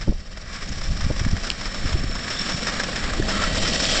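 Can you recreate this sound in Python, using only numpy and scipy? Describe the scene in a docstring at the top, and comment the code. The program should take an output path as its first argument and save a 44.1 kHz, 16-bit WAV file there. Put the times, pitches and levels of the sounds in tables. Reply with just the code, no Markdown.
"""A kick scooter, towed by a dog, rolls up a rough country lane towards the microphone.
Its wheels crunch over the grainy road and keep the frame tubes and a loose metal part ringing.
Bumps make the frame clatter and the deck knock; a bearing whines, a rubbing wheel squeaks
and a few stones snap. Behind it all, wind rumbles and thumps on the small microphone."""
import sys
import numpy as np
from scipy import signal
from scipy.fft import rfft, irfft, next_fast_len
from scipy.io import wavfile

SR = 44100
rng = np.random.default_rng(int(sys.argv[2]) if len(sys.argv) > 2 else 0)


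def to_wav(s):
    """Save 16-bit WAV."""
    ch = np.atleast_2d(s).T  # columns
    pcm = np.round(np.clip(ch, -1, 1) * 32767)  # PCM
    wavfile.write(sys.argv[1], SR, pcm.astype(np.int16))


N = 176400
TIME = np.arange(N) / SR


def amp(db):
    """Turns decibels into a number to multiply by."""
    return 10 ** (np.asarray(db) / 20)


def unit(x):
    """Scales a signal so that its average strength (rms) is 1."""
    return x / np.sqrt(np.mean(x ** 2) + 1e-20)


def level(curve):
    """Joins (time [s], level [dB]) points into a volume curve."""
    return amp(np.interp(TIME, *np.transpose(curve)))


def colour(x, spectrum):
    """Shapes the tone of a sound with (frequency [Hz], gain [dB]) points."""
    hz, db = np.transpose(spectrum)
    size = next_fast_len(len(x) + 2048)
    f = np.fft.rfftfreq(size, 1 / SR)
    gain = amp(np.interp(np.log(f + 1), np.log(hz), db))
    return irfft(rfft(x, size) * gain, size)[:len(x)]


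def add(mix, start_s, sound):
    """Adds a sound to the mix at the given time."""
    part = mix[max(round(start_s * SR), 0):][:len(sound)]
    part += sound[:len(part)]


def wander(slow_hz, fast_hz):
    """A random wobble of strength 1, mostly between two speeds."""
    f = np.fft.rfftfreq(N, 1 / SR)
    band = f / (f ** 2 + slow_hz ** 2) ** .75 / (1 + (f / fast_hz) ** 4)
    return unit(irfft(rfft(rng.standard_normal(N)) * band, N))


def grains(per_s, spread_db):
    """Tiny hits of uneven size at random moments."""
    size = amp(spread_db * np.minimum(rng.exponential(1, N), 5))
    return size * rng.choice([-1, 1], N) * (rng.random(N) < per_s / SR)


def ringing(tones, samples):
    """The sound of one tap on an object: each tone fades by 60 dB over its ring time."""
    t = np.arange(samples) / SR
    return sum(amp(db - 60 * t / ring_s) * np.sin(2 * np.pi * hz * t) for hz, db, ring_s in tones)


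# Tone of the deck's low drone, the wheels' roar and the gritty hiss (frequency [Hz], gain [dB])
DRONE_TONE = [(40, -14.5), (110, -3.5), (190, 9.5), (270, 2.5), (350, -2.5), (440, -3.5), (540, 0.5),
              (650, -3.5), (780, -4), (1000, -17.5), (2500, -52.5)]
ROAR_TONE = [(500, -46), (700, -12.5), (930, -11), (1130, 0.5), (1320, -1), (1450, -2), (1630, 1.5),
             (1950, -0.5), (2100, -4.5), (2350, -1), (2800, -30), (5000, -28)]
HISS_TONE = [(1200, -25), (2200, -3), (2600, -0.5), (3100, 0), (3400, 0.5), (4300, -1), (4800, -2.5),
             (5300, -1), (5750, -5), (6100, -7.5), (7200, -2), (9000, -14.5)]
# How each of them grows as the scooter comes closer (time [s], level [dB])
DRONE_LEVEL = [(0, -46), (.3, -49), (.7, -40.5), (2.202, -37), (2.75, -33), (3.6, -29.5)]
ROAR_LEVEL = [(0, -41), (.12, -49.5), (.4, -45), (.56, -35), (.7, -40.5), (1.2, -37), (1.47, -36),
              (1.58, -36.5), (2.1, -35.5), (2.45, -30), (2.6, -33.5), (2.7, -29), (2.9, -32.5), (3.1, -28),
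              (3.2, -37), (3.42, -26.5), (3.56, -34.5), (3.78, -33.5), (4, -27)]
HISS_LEVEL = [(0, -45), (.12, -51), (.44, -49), (.54, -41), (1.37, -41), (1.47, -37), (1.54, -39.5),
              (1.88, -37), (2.1, -39), (2.45, -31), (2.62, -34), (3.08, -34), (3.24, -37), (3.3, -32),
              (3.45, -30), (3.52, -33), (3.56, -28.5), (3.8, -27.5), (3.95, -24)]
SHAKE_DB = 1.58  # how much rough patches sway the level


def wheels(shake, flutter_db=0.22):
    """The grainy road drums through wheels and deck; drone, roar and hiss swell on the same patches."""
    out = np.zeros(N)
    layers = (DRONE_TONE, DRONE_LEVEL, 0), (ROAR_TONE, ROAR_LEVEL, -2.5), (HISS_TONE, HISS_LEVEL, .5)
    for tone, curve, trim_db in layers:
        road = grains(per_s=5000, spread_db=2)
        road *= amp(SHAKE_DB * shake + flutter_db * wander(slow_hz=25, fast_hz=130))
        out += amp(trim_db) * level(curve) * unit(colour(road, tone))
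    return out


# Tones of the frame tubes (pitch [Hz], level [dB], ring time [s])
TUBE_TONES = [(639, 5, 0.048), (1320, 0, 0.017), (1899, -5.5, 0.17), (1948, -3, 0.12), (2430, -4, 0.036),
              (2710, 0, 0.038), (3084, -17.5, 0.072), (3095, -4, 0.16), (3310, -4.5, 0.029),
              (3815, 0.5, 0.035), (4430, 2.5, .05), (4673, -12, 0.049)]
# How loudly the tubes ring (time [s], level [dB])
TUBE_LEVEL = [(0, -53.5), (1.5, -44.5), (2.8, -52), (3.4, -32.5), (3.7, -33), (4, -27.5)]


def frame_tubes(shake):
    """Tiny hits from the road keep the frame tubes ringing."""
    road = grains(per_s=1500, spread_db=1.5) * amp(SHAKE_DB * shake)
    ring = signal.oaconvolve(road, ringing(TUBE_TONES, samples=6000))[:N]
    return level(TUBE_LEVEL) * unit(ring)


# Tones of the loose metal part (pitch [Hz], level [dB], ring time [s])
METAL_TONES = [(5110, -3, .02), (5260, -1, .025), (5400, 0, .03), (5550, -2, .022), (5700, -3, .022)]
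# How loudly it jingles (time [s], level [dB])
METAL_LEVEL = [(0, -48.5), (.3, -52), (.6, -42), (1.5, -39.5), (1.65, -45.5), (2.1, -52), (2.6, -36),
               (2.85, -45), (3.45, -48), (3.65, -32), (4, -28)]


def loose_metal(shake, shake_db=2.5):
    """A small steel part jingles all the way, harder on rough patches."""
    taps = grains(per_s=1400, spread_db=1.8) * amp(shake_db * shake)
    ring = signal.oaconvolve(taps, ringing(METAL_TONES, samples=6000))[:N]
    return level(METAL_LEVEL) * unit(ring)


# Tone of the clattering frame (frequency [Hz], gain [dB])
FRAME_TONE = [(150, -11.5), (600, -3.5), (930, -6.5), (1300, -0.5), (1700, -0.5), (2150, -2.5),
              (2700, -10.5), (3800, -7), (4700, -22.5), (5400, -2.5), (6100, -3.5), (7200, -10),
              (9000, -17.5)]
# Bumps in the lane (time [s], peak level [dB], fade time [s])
BUMPS = [(0.01, -20, 0.038), (.371, -20.5, 0.015), (0.528, -20, 0.03), (.624, -30, 0.014),
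         (0.684, -27, .012), (0.813, -17.5, 0.02), (0.848, -23, 0.025), (1.006, -16.5, 0.048),
         (1.16, -14.5, 0.028), (1.193, -15.5, 0.03), (1.248, -14.5, 0.014), (1.367, -16, 0.007),
         (1.442, -16, 0.12), (1.608, -15.5, 0.046), (1.655, -12.5, 0.026), (1.743, -15.5, 0.016),
         (1.856, -13.5, 0.053), (1.889, -18, 0.018), (1.927, -15, 0.015), (2.152, -17.5, 0.022),
         (2.28, -15, 0.0065), (2.301, -12, 0.038), (2.49, -10, 0.048), (2.668, -7.5, 0.03),
         (2.683, -12.5, 0.021), (2.795, -9.5, 0.041), (2.834, -10.5, 0.016), (2.958, -10, 0.051),
         (3.038, -13.5, 0.017), (3.283, -9, 0.082), (3.42, -11.5, 0.021), (3.438, -12, 0.045),
         (3.544, -10, .05), (3.615, -17.5, 0.021), (3.648, -9, 0.073), (3.737, -12, 0.039),
         (3.801, -8.5, 0.011), (3.84, -11, 0.015), (3.954, -8.5, 0.033)]


def bumps(rise_s=.0024, metal_db=-6):
    """Each bump makes the frame clatter briefly and shakes the loose part."""
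    hits = grains(per_s=3500, spread_db=2)
    metal = signal.oaconvolve(hits, ringing(METAL_TONES, samples=4000))[:N]
    clatter = unit(colour(hits, FRAME_TONE)) + amp(metal_db) * unit(metal)
    out, t = np.zeros(N), np.arange(5000) / SR
    for s, db, fade_s in BUMPS:
        shape = np.minimum(t / rise_s, 1) * np.exp(-2 * t / fade_s)
        burst = clatter[round(s * SR):][:len(t)]
        burst = burst * shape[:len(burst)]
        add(out, s, amp(db) * burst / abs(burst).max())
    return out


# Knocks of the deck, and a stone's high ping at 0.69 s (time [s], peak level [dB], pitch [Hz])
KNOCKS = [(.69, -22, 6600), (1.366, -24.5, 2130), (2.799, -10, 1666), (3.134, -15, 1210),
          (3.223, -17.5, 1740), (3.436, -12, 1340)]


def knocks(roughness=0.52, rise_s=0.0021, ring_s=0.029):
    """The deck, or a stone struck by a wheel, rings briefly at one pitch, with a rough noise from the contact."""
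    out, t = np.zeros(N), np.arange(3000) / SR
    for s, db, hz in KNOCKS:
        contact = unit(colour(rng.standard_normal(len(t)), FRAME_TONE))
        knock = np.sin(2 * np.pi * hz * t) + roughness * contact
        knock *= np.minimum(t / rise_s, 1) * amp(-60 * t / ring_s)
        add(out, s, amp(db) * knock / abs(knock).max())
    return out


# How loudly the wheel bearing whines (time [s], level [dB])
WHINE_LEVEL = [(0, -70), (1.55, -54), (1.66, -39.5), (2.2, -36), (2.5, -30.5), (2.7, -39), (4, -60)]
# The note it whines on (time [s], pitch [Hz])
WHINE_PITCH = [(2.15, 5385), (2.5, 5420), (2.7, 5490)]


def bearing(waver_hz=38, flutter_db=4.2):
    """A dry bearing whines on a thin, shaky note that creeps upwards."""
    hz = np.interp(TIME, *np.transpose(WHINE_PITCH)) + waver_hz * wander(slow_hz=14, fast_hz=150)
    flutter = unit(amp(flutter_db * wander(slow_hz=11, fast_hz=110)))
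    return level(WHINE_LEVEL) * flutter * np.sin(2 * np.pi * np.cumsum(hz) / SR)


# Squeaks and whirrs of the wheels (middle time [s], level [dB], fade time [s], pitch [Hz])
SQUEAKS = [(2.39, -32, 0.06, 3550), (3.401, -28, 0.13, 1324), (3.9, -31, 0.14, 3250)]


def squeaks(waver_hz=59, flutter_db=2.1):
    """A rubbing wheel sings briefly on an unsteady pitch."""
    out = np.zeros(N)
    waver = waver_hz * wander(slow_hz=60, fast_hz=200)
    grip = unit(amp(flutter_db * wander(slow_hz=40, fast_hz=120)))
    for s, db, fade_s, hz in SQUEAKS:
        swell = np.exp(-2 * ((TIME - s) / fade_s) ** 2)
        out += amp(db) * swell * np.sin(2 * np.pi * np.cumsum(hz + waver) / SR)
    return out * grip


# Tones of a stone (pitch [Hz], level [dB], ring time [s])
STONE_TONES = [(1700, -3, 0.0022), (3000, 7, 0.0029), (4320, 3, 0.0038), (7520, -1.5, 0.0021)]
# Stones caught by a wheel (time [s], peak level [dB])
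STONE_SNAPS = [(0.625, -31), (1.5023, -4.5), (1.5152, -18), (3.735, -11.5), (3.854, -7.5)]


def stones(rise_s=0.00044):
    """Loose stones give a dry snap under a wheel."""
    out, t = np.zeros(N), np.arange(500) / SR
    snap = ringing(STONE_TONES, samples=len(t)) * np.minimum(t / rise_s, 1)
    for s, db in STONE_SNAPS:
        add(out, s, amp(db) * snap / abs(snap).max())
    return out


# Tone of the wind's rumble (frequency [Hz], gain [dB])
WIND_TONE = [(8, -4.5), (25, 0), (60, -8.5), (110, -16), (200, -23), (400, -46), (1000, -68), (3000, -94.5)]
# How loudly it rumbles (time [s], level [dB])
WIND_LEVEL = [(0, -28.5), (.15, -28.5), (.3, -35), (.6, -33.5), (.78, -27), (1.05, -24.5), (1.3, -21),
              (1.5, -34), (1.75, -29.5), (1.93, -23), (2.1, -24.5), (2.35, -33.5), (2.9, -33), (3.2, -23.5),
              (3.32, -28), (3.6, -21), (3.8, -30), (4, -25)]
# Single swirls of air (middle time [s], peak level [dB], fade time [s], top frequency [Hz])
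SWIRLS = [(0.081, -11.5, 0.009, 484), (0.095, -7.5, 0.022, 230), (0.123, -22, 0.0066, 644),
          (.705, -18.5, 0.03, 210), (0.918, -12, 0.025, 126), (1.048, -11, 0.018, 90),
          (1.065, -9.5, 0.011, 178), (1.103, -12.5, 0.0068, 605), (1.111, -12.5, 0.0058, 486),
          (1.216, -13.5, 0.0091, 216), (1.251, -11, 0.021, 80), (1.268, -10, 0.0068, 260),
          (1.338, -9, 0.013, 170), (1.852, -13.5, 0.031, 150), (1.951, -9.5, 0.032, 114),
          (2.043, -13.5, 0.0064, 274), (2.549, -16.5, 0.011, 158), (3.2, -14, 0.013, 370),
          (3.228, -18, 0.032, 111)]


def wind(lumpy_db=0.5, steepness=4.38, push_share=0.27, flutter_db=-5):
    """Wind rumbles unevenly at the microphone's opening; each swirl adds a push and a flutter."""
    rumble = colour(rng.standard_normal(N), WIND_TONE)
    rumble *= amp(lumpy_db * wander(slow_hz=6.1, fast_hz=30))
    out = level(WIND_LEVEL) * unit(rumble)
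    t, f = (np.arange(8192) - 4096) / SR, np.fft.rfftfreq(8192, 1 / SR)
    for s, db, fade_s, top_hz in SWIRLS:
        low_band = f / (f + top_hz) / (1 + (f / top_hz) ** steepness)
        flutter = irfft(rfft(rng.standard_normal(len(t))) * low_band)
        flutter *= np.exp(-2 * (t / fade_s) ** 2)
        u = (t / (push_share * fade_s)) ** 2
        push = (1 - u) * np.exp(-u)  # a pressure peak with a dip on each side
        swirl = push + amp(flutter_db) * flutter / abs(flutter).max()
        swirl *= amp(db) / abs(swirl).max()
        add(out, s + t[0], swirl[t >= -s])  # skip any part before time zero
    return out


# Short thumps of wind (middle time [s], peak level [dB], fade time [s], pitch [Hz])
THUMPS = [(1.852, -21, 0.0049, 260), (1.957, -24.5, 0.0085, 348), (2.098, -28, 0.005, 307),
          (3.201, -16.5, 0.0059, 344)]


def wind_thumps():
    """Small swirls make the air in the microphone's opening throb a few times."""
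    out = np.zeros(N)
    for s, db, fade_s, hz in THUMPS:
        t = TIME - s
        out += amp(db) * np.exp(-2 * (t / fade_s) ** 2) * np.cos(2 * np.pi * hz * t)
    return out


def scene():
    """Mixes the scooter and the wind into one channel."""
    shake = wander(slow_hz=12, fast_hz=50)  # the lane's rough and smooth patches
    rolling = wheels(shake) + frame_tubes(shake) + loose_metal(shake) + bearing()
    scooter = rolling + bumps() + knocks() + squeaks() + stones()
    return (scooter + wind() + wind_thumps())[None]


# How well the microphone hears high sounds (frequency [Hz], gain [dB])
MICROPHONE_TONE = [(5900, -0.5), (6250, -3), (6450, -10.5), (6700, -2), (7500, -1.5), (8000, -2.5),
                   (8400, -8.5), (8750, -16.5), (9100, -35)]
TREBLE_LIMIT_HZ = 9100


def record(dry):
    """A small microphone weakens one narrow band of treble, and the very highest sounds are cut off."""
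    heard = colour(dry[0], MICROPHONE_TONE)
    treble_cut = signal.firwin(511, TREBLE_LIMIT_HZ, window=("kaiser", 9), fs=SR)
    return signal.oaconvolve(heard, treble_cut, "same")[None]


dry = scene()
out = record(dry)
to_wav(out)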